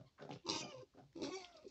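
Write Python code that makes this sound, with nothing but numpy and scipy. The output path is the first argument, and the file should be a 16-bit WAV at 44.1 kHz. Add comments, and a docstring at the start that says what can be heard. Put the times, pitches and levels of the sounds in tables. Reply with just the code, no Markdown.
"""Pigs at a drinker in a small concrete pen, heard close on one small microphone, in quiet outdoor air.
Gruff throat grunts and closed-mouth hums come first, with a thin squeak and wet hisses from the drinker.
Two harsh squeals follow, near 0.45 s and 1.15 s, with more grunts and hisses around them. Each starts as
a rattling rasp of flapping throat tissue, breaks into a thinner falling tone of the vocal folds and ends
with a quick drop. The bare walls add a brief echo throughout."""
import sys
import numpy as np
from scipy import signal
from scipy.fft import rfft, irfft
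from scipy.io import wavfile
from scipy.ndimage import uniform_filter1d

SR = 44100
rng = np.random.default_rng(int(sys.argv[2]) if len(sys.argv) > 2 else 0)


def bounce(signal):
    """Save signal as a 16-bit WAV file at the path given by the first command-line argument."""
    frames = np.transpose(np.atleast_2d(signal))
    limited = np.clip(frames, -1, 1)
    pcm = np.round(limited * 32767).astype(np.int16)
    wavfile.write(sys.argv[1], SR, pcm)


N = 74970


def undb(db):
    return 10 ** (np.asarray(db) / 20)


def clock():
    return np.arange(N) / SR


def noise():
    return rng.standard_normal(N)


def walk(rate_hz):
    """Smooth random wander with a spread of 1."""
    width = max(int(SR / rate_hz), 1)
    wander = uniform_filter1d(uniform_filter1d(noise(), width, mode="wrap"), width, mode="wrap")
    return wander / wander.std()


def curves(rows):
    """The columns of a control table over time, and a gate that is open while it lasts."""
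    rows, t = np.array(rows, float), clock()
    gate = np.clip(np.minimum(t - rows[0, 0], rows[-1, 0] - t) / 0.0038 + 1, 0, 1)
    return [np.interp(t, rows[:, 0], column) for column in rows.T[1:]], gate


def response(hz, shape):
    """Gain at the given frequencies of a shape with columns freq_hz, gain_db."""
    freq_hz, gain_db = np.array(shape, float).T
    return undb(np.interp(np.log(hz + 1), np.log(freq_hz), gain_db))


def colour(x, shape, size=4096):
    """Minimum-phase filter of unit energy: the gains of the shape count only relative to each other."""
    cepstrum = irfft(np.log(response(np.arange(size // 2 + 1) * SR / size, shape)))
    cepstrum[1:size // 2] *= 2
    cepstrum[size // 2 + 1:] = 0
    impulse = irfft(np.exp(rfft(cepstrum)))
    return signal.fftconvolve(x, impulse / np.linalg.norm(impulse))[:N]


def ring(x, hz, q):
    """One resonance, gain 1 at its centre."""
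    return signal.lfilter(*signal.iirpeak(hz, q, fs=SR), x)


def scatter(x, decay_s=0.0032, size=1024):
    """Spreads each slap over a few milliseconds and keeps its colour."""
    burst = rfft(rng.standard_normal(size) * np.exp(-np.arange(size) / SR / decay_s), 2 * size)
    burst /= np.sqrt(uniform_filter1d(np.abs(burst) ** 2, size=14))
    return signal.fftconvolve(x, irfft(burst)[:size])[:N]


def flaps(start_s, rate_hz, rough, jitter=0.11, shimmer_db=6.5):
    """Slaps of throat tissue and the puffs of air between them; roughness makes them uneven and airy."""
    rough = np.clip(rough, 0, 1)
    pulses, puff, at_s = np.zeros(N), np.zeros(N), max(start_s, 0)
    for late, loud in rng.standard_normal((200, 2)):
        i = int(at_s * SR)
        if i >= N:
            break
        period_s = np.exp(jitter * rough[i] * late) / rate_hz[i]
        strength = undb(shimmer_db * rough[i] * loud)
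        pulses[i] = strength * np.sqrt(period_s * SR)
        cycles = np.arange(min(int(2 * period_s * SR), N - i)) / (period_s * SR)
        puff[i:i + len(cycles)] = strength * np.exp(-cycles) * np.sqrt(2)
        at_s += period_s
    breath = np.sqrt(rough) * noise() * np.sqrt((1 - rough) * puff ** 2 + rough)
    return np.sqrt(1 - rough) * pulses, breath


def outdoor_air(level_db=-77.5):
    """A faint, steady rush around the pen, strongest in the bass."""
    # spectrum of the air: freq_hz, gain_db
    spectrum = [(20, -19), (55, 5), (120, -2.5), (300, -11), (700, -15.5), (1500, -23.5), (4500, -19),
                (7000, -26), (8800, -37), (15000, -41.5)]
    return undb(level_db) * colour(noise(), spectrum)


def grunts(release_s=0.024, roughness=0.49, throat_db=4.5, snout_db=9, q=7.7):
    """Short bursts of uneven flaps through a dark throat and a hollow snout."""
    # grunts: start_s, swell_s, hold_s, drive_db, flap_rate_hz, throat_hz, snout_hz
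    calls = [(-.02, 0.0067, 0.024, -58, 88, 254, 615), (0.191, 0.004, 0.062, -52.5, 72, 428, 584),
             (0.287, .005, 0.012, -45.5, 68, 290, 834), (0.316, 0.0045, 0.011, -49, 52, 170, 494),
             (.603, 0.00404, 0.011, -51, 41.6, 274, 603), (0.641, 0.0055, 0.021, -53.5, 65, 222, 797),
             (0.939, 0.0081, 0.031, -64, 88, 302, 468), (0.975, 0.0018, 0.02, -56, 101, 275, 772)]
    # the grunting throat: freq_hz, gain_db
    throat_shape = [(30, -33), (80, -18), (140, 5), (230, 1), (350, -2), (550, -6.5), (780, -7),
                    (950, -19.5), (1350, -14), (2000, -26.5), (4300, -28.5), (6500, -32.5), (9500, -62.5)]
    sound = np.zeros(N)
    for start_s, swell_s, hold_s, drive_db, rate_hz, throat_hz, snout_hz in calls:
        age = clock() - start_s
        effort = np.clip(age / swell_s, 0, 1) * np.exp(-np.maximum(age - swell_s - hold_s, 0) / release_s)
        pulses, breath = flaps(start_s + swell_s, np.full(N, rate_hz), np.full(N, roughness))
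        voice = colour(undb(drive_db) * effort * (scatter(pulses) + breath), throat_shape)
        throat = undb(throat_db) * ring(voice, throat_hz, q)
        snout = undb(snout_db) * ring(voice, snout_hz, q)
        sound += (voice + throat + snout) / 2
    return sound


def hums(pitch_hz=136, sag_hz_per_s=96, octave_db=-19):
    """Soft low grunts with the mouth shut, sagging in pitch."""
    # closed-mouth hums: start_s, length_s, level_db
    calls = [(-.01, 0.045, -58.5), (0.035, 0.064, -66), (0.311, 0.086, -61.5), (0.736, 0.109, -60),
             (0.988, 0.11, -63.5), (1.066, 0.067, -71)]
    sound = np.zeros(N)
    for start_s, length_s, level_db in calls:
        age = np.clip(clock() - start_s, 0, length_s)
        hz = (pitch_hz - sag_hz_per_s * age) * (1 + 0.059 * walk(37))
        phase = 2 * np.pi * np.cumsum(hz) / SR
        swell = undb(level_db) * np.sqrt(2) * np.sin(np.pi * age / length_s) ** 2
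        sound += swell * (np.sin(phase) + undb(octave_db) * np.sin(2 * phase))
    return sound


def squeak(rise_hz_per_s=460, blur_rad=0.68, brighten=0.22):
    """A thin, hoarse vibration, higher than the squeals, that rises a little and brightens as it swells."""
    # the squeak: start_s, swell_s, fade_s, pitch_hz, level_db
    calls = [(0.041, 0.036, 0.038, 1054, -77.5)]
    # weight of its harmonics: freq_hz, gain_db
    spectrum = [(1100, 0), (2250, -4), (3400, 0), (4550, -0.5), (5700, -24), (6800, -24), (8000, -36)]
    start_s, swell_s, fade_s, pitch_hz, level_db = calls[0]
    age = np.clip(clock() - start_s, 0, swell_s + fade_s)
    ramp = np.clip(np.minimum(age / swell_s, (swell_s + fade_s - age) / fade_s), 0, 1)
    effort = np.sin(np.pi / 2 * ramp)
    phase = 2 * np.pi * np.cumsum(pitch_hz + rise_hz_per_s * age) / SR + blur_rad * walk(310)
    sound = np.zeros(N)
    for k in range(1, 8):
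        gain = response(k * pitch_hz, spectrum) * effort ** (1 + brighten * k * k)
        sound += gain * undb(2 * walk(230)) * np.sin(k * phase)
    return undb(level_db) * sound


def drinker_hisses(rise_s=0.0022, relative_width=0.52, grain_db=5, top_hz=7600):
    """Grainy spurts of water and air that die away."""
    # spurts at the drinker: peak_s, level_db, centre_hz, decay_s
    spurts = [(0.182, -63.5, 1320, 0.062), (0.22, -63, 3610, 0.011), (0.314, -66, 2830, 0.05),
              (0.33, -61.5, 4600, 0.019), (0.938, -71, 1130, 0.0046), (1.245, -53, 1456, 0.0015),
              (1.447, -50.5, 3220, 0.0019), (1.569, -58, 4475, 0.0047), (1.681, -70, 5400, 0.03)]
    hz = np.geomspace(100, 16000, 40)
    rolloff_db = -20 * np.log10(1 + (hz / top_hz) ** 20)
    sound = np.zeros(N)
    for peak_s, level_db, centre_hz, decay_s in spurts:
        age = clock() - peak_s
        flow = np.exp(np.minimum(age / rise_s, -age / decay_s)) * undb(grain_db * walk(380))
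        band_db = -20 * np.log10(1 + ((hz / centre_hz - centre_hz / hz) / relative_width) ** 2)
        sound += colour(undb(level_db) * flow * noise(), np.column_stack([hz, band_db + rolloff_db]))
    return sound


def squeal_tones(waver=0.003, flutter=0.006, fray_db=3.5, fray_rad=0.25, flicker_db=4.5):
    """Fluttering folds whose period doubles under strain, adding lines halfway between the harmonics."""
    # the folds, one list per squeal: time_s, pitch_hz, fundamental_db, octave_below_db, overtones_db
    calls = [
        [(.432, 679.4, -100, -84, -100), (.458, 683, -88, -50, -72.5), (.495, 666, -90, -48.5, -61),
         (.55, 612.8, -81, -62.5, -51.5), (.58, 636.3, -64, -62, -55.5), (.614, 631, -72, -56, -50.5),
         (.632, 611, -65, -70, -59), (.676, 598.4, -63, -93, -65.5), (.708, 601.5, -70.5, -92, -57.5),
         (.735, 534.4, -56, -71, -70.5), (.79, 493, -59, -103, -71), (.818, 531, -60, -80, -70),
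         (.831, 370, -49.5, -95, -96), (.85, 340, -91, -100, -100)],
        [(1.143, 687.8, -100, -96.5, -100), (1.161, 667.5, -102, -46.5, -80.5), (1.215, 652.5, -63.5, -62, -67),
         (1.238, 551.6, -49.5, -50.5, -68), (1.272, 566, -53, -48, -57.5), (1.288, 574, -69, -56, -67),
         (1.3, 742, -58, -60.5, -62), (1.338, 740.2, -73, -47, -51.5), (1.368, 780.3, -54.5, -54, -57.5),
         (1.395, 753.5, -63.5, -66.5, -62), (1.43, 709.4, -65, -61.5, -65.5), (1.475, 703.8, -68, -101, -67.5),
         (1.53, 687.4, -71.5, -105, -74.5), (1.59, 607.3, -63.5, -89, -71), (1.636, 629, -72.5, -83, -80.5),
         (1.651, 481.6, -59, -59.5, -80), (1.669, 380, -55.5, -87, -91), (1.7, 323, -80, -89, -90)],
    ]
    # mouth shape, one list per squeal: freq_hz, gain_db
    mouths = [
        [(600, -29), (920, 13), (1220, 3), (1540, 3), (1850, -14.5), (2420, 7.5), (2850, 7.5), (3120, 2.5),
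         (3700, -4.5), (4400, -11), (4900, 4.5), (5350, -4.5), (6000, 6), (6600, -1.5), (7400, -6), (8400, -42)],
        [(600, -10), (850, 12), (1110, 13.5), (1200, 4.5), (1480, -3.5), (1850, -12), (2250, 9.5), (2600, 7),
         (2950, -15), (3330, 4.5), (3750, -1), (4200, -21), (4630, 10.5), (5200, -19), (5700, 7), (6400, -4),
         (7400, -9.5), (8400, -39.5)],
    ]
    # overtones are clear at a squeal's height and hoarse as it fades: time_s, blur_rad_per_harmonic
    hoarseness = [(.5, .12), (.6, .08), (.65, .2), (.7, .14), (.8, .3), (1.25, .2), (1.31, .06), (1.38, .1),
                  (1.46, .45)]
    # brightness of the overtones: time_s, tilt_db_per_octave
    brightness = [(.5, -2.5), (.6, 4), (.68, -4), (1.27, -0.5), (1.32, -0.5), (1.37, 4.5), (1.5, -7)]
    (hoarse_rad,), _ = curves(hoarseness)
    (tilt_db,), _ = curves(brightness)
    sound = np.zeros(N)
    for call, mouth in zip(calls, mouths):
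        (pitch_hz, fundamental_db, under_db, overtones_db), gate = curves(call)
        hz = pitch_hz * (1 + waver * walk(96) + flutter * walk(940))
        phase = 2 * np.pi * np.cumsum(hz) / SR
        fundamental = undb(fundamental_db + fray_db * walk(190)) * np.sin(phase + fray_rad * walk(230))
        undertone = undb(under_db + 1.4 * walk(200)) * np.sin(phase / 2)
        half_line_gain = undb(0.5) * undb(under_db) / (undb(under_db) + undb(fundamental_db))
        overtones, power = 0, 0
        for k in np.arange(1.5, 12, 0.5):
            gain = response(k * hz, mouth) * undb(tilt_db * np.log2(k)) * (half_line_gain if k % 1 else 1)
            blur = hoarse_rad * (k - 1) * walk(560) + 2 * np.pi * rng.random()
            overtones += gain * undb(flicker_db * walk(100)) * np.sin(k * phase + blur)
            power += gain ** 2
        overtones *= undb(overtones_db) / np.sqrt(power)
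        sound += np.sqrt(2) * gate * (fundamental + undertone + overtones)
    return sound


def squeal_rasps():
    """The harsh part of each squeal: flaps ring chest, mouth and the high snout resonances."""
    # the rasp, one list per squeal: time_s, flap_rate_hz, chest_db, mouth_db, snout_db, roughness
    calls = [
        [(.453, 89.2, -83.5, -82, -76, 0), (.465, 83.4, -56, -54.5, -61.5, 0.11),
         (.479, 86.5, -57, -53, -57.5, 0.08), (.489, 111, -40, -45, -52.5, 0.11),
         (.503, 100.3, -46.5, -50.5, -47, 0.03), (.516, 65.2, -43, -48.5, -44, .6),
         (.55, 110, -47.5, -52, -48, 0.8), (.605, 87, -62.5, -64, -50.5, 0.43),
         (.645, 115, -60, -102, -82, 1.08), (.72, 96, -68.5, -68, -70, 0.6), (.82, 165, -78, -76, -75.5, 0.6),
         (.86, 240, -75, -100, -103, 0.2)],
        [(1.148, 73.4, -81, -102, -86, 0.36), (1.16, 72.2, -55, -70, -69, 0.18),
         (1.212, 105, -47.5, -62, -73, 0.33), (1.221, 75, -43.5, -59.5, -61, 0.29),
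         (1.238, 103.6, -41.5, -62, -48, 0.63), (1.264, 142, -52, -58, -55.5, 0.71),
         (1.295, 84.6, -53.5, -62, -64.5, 0.35), (1.35, 77, -76, -92, -70.5, 0.67),
         (1.42, 105, -65.5, -69, -60.5, 0.42), (1.48, 138, -79.5, -78, -81, 0.72),
         (1.6, 107, -77.5, -91, -81.5, 0.87), (1.7, 136, -70.5, -99, -76, 0.37)],
    ]
    # chest resonances: freq_hz, gain_db
    chest_shape = [(30, -29), (80, -20.5), (150, -9), (220, -12), (330, 2.5), (450, -12.5), (560, -9.5),
                   (720, -29.5), (1100, -19), (2500, -83.5)]
    # mouth resonances: freq_hz, gain_db
    mouth_shape = [(300, -55), (740, -18.5), (900, 9.5), (1020, 7.5), (1180, 4), (1380, -16), (1800, -28.5),
                   (4000, -66.5)]
    # high snout resonances, one list per squeal: freq_hz, gain_db
    snout_shapes = [
        [(900, -53.5), (1750, -28), (2050, -3.5), (2400, -11), (2850, 4), (3200, -18), (3650, 1.5), (4050, -1),
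         (4400, -6), (4780, 5.5), (5250, -7), (5600, 1.5), (6300, -1.5), (6950, -20.5), (7550, -13),
         (8300, -32.5), (9500, -67)],
        [(900, -37), (1400, -17.5), (1850, -13), (2250, -9), (2600, -0.5), (3000, -17.5), (3400, -3),
         (3800, -3.5), (4600, 2), (5100, -8.5), (5650, -1.5), (6400, -12.5), (7000, -19.5), (7700, -12),
         (8400, -44.5), (9500, -53.5)],
    ]
    sound = np.zeros(N)
    for call, snout_shape in zip(calls, snout_shapes):
        (rate_hz, chest_db, mouth_db, snout_db, roughness), gate = curves(call)
        pulses, breath = flaps(call[0][0], rate_hz, roughness)
        drive, snout_gain = gate * (pulses + breath), gate * undb(snout_db)
        sound += colour(drive * undb(chest_db), chest_shape)
        sound += colour(drive * undb(mouth_db), mouth_shape)
        sound += colour(scatter(snout_gain * pulses) + snout_gain * breath, snout_shape)
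    return sound


def hard_slaps(rise_s=0.00028, decay_s=0.0013):
    """The hardest flaps, where a squeal breaks out, bite through the high snout resonances."""
    # single hard flaps: peak_s, level_db
    hits = [(0.468, -45), (0.4898, -32.5), (0.4989, -26), (0.5087, -33.5), (1.2194, -43.5), (1.2375, -39)]
    # snout resonances they ring: freq_hz, gain_db
    snout_shape = [(1800, -31.5), (2800, -9), (3150, -27.5), (3600, -1), (4050, 4), (4350, -10), (4770, 5),
                   (5280, -16), (5570, -1), (5850, -9.5), (6250, -11.5), (8000, -26.5), (10500, -71)]
    force = np.zeros(N)
    for peak_s, level_db in hits:
        age = clock() - peak_s
        force += undb(level_db) * np.exp(np.minimum(age / rise_s, -age / decay_s))
    return colour(force * noise(), snout_shape)


def drinker_tick(peak_s=1.1298, level_db=-67, decay_s=0.00077):
    """One tiny bright click just ahead of the second squeal."""
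    spectrum = [(500, -27), (2000, 6.5), (7000, -1), (9000, -22)]  # freq_hz, gain_db
    envelope = undb(level_db) * np.exp(-np.abs(clock() - peak_s) / decay_s)
    return colour(envelope * noise(), spectrum)


def pen(x, t60_s=0.071, echo_db=-6.5, low_cut_hz=433, first_echo_s=0.0056, mode_q=32):
    """Close concrete walls: a short dense echo, thin in the bass, and a few standing waves that ring on."""
    # standing waves between the walls: freq_hz, gain_db
    modes = [(330, -10), (380, -10.5), (549, -10.5), (850, -11)]
    t = clock()
    tail = noise() * undb(-60 * t / t60_s) * (t > first_echo_s)
    low_cut = signal.butter(1, low_cut_hz, "high", fs=SR, output="sos")
    tail = signal.sosfilt(low_cut, tail / np.linalg.norm(tail))
    standing = sum(undb(db) * ring(x, hz, mode_q) for hz, db in modes)
    return x + undb(echo_db) * signal.fftconvolve(x, tail)[:N] + standing


def scene():
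    """Pigs and drinker inside the pen, over quiet outdoor air, in mono."""
    high_calls = squeal_rasps() + squeal_tones() + squeak()
    low_calls = grunts() + hums()
    drinker = drinker_hisses() + drinker_tick()
    air = outdoor_air()
    return (pen(high_calls + hard_slaps() + low_calls + drinker) + air)[None]


def record(dry):
    """The small microphone loses the deep bass; the recorder cuts the top."""
    low_hz, top_hz = 41.7, 15650
    microphone = signal.butter(3, low_hz, "high", fs=SR, output="sos")
    recorder = signal.ellip(8, 0.2, 70, top_hz, fs=SR, output="sos")
    return signal.sosfilt(recorder, signal.sosfilt(microphone, dry))


dry = scene()
out = record(dry)
bounce(out)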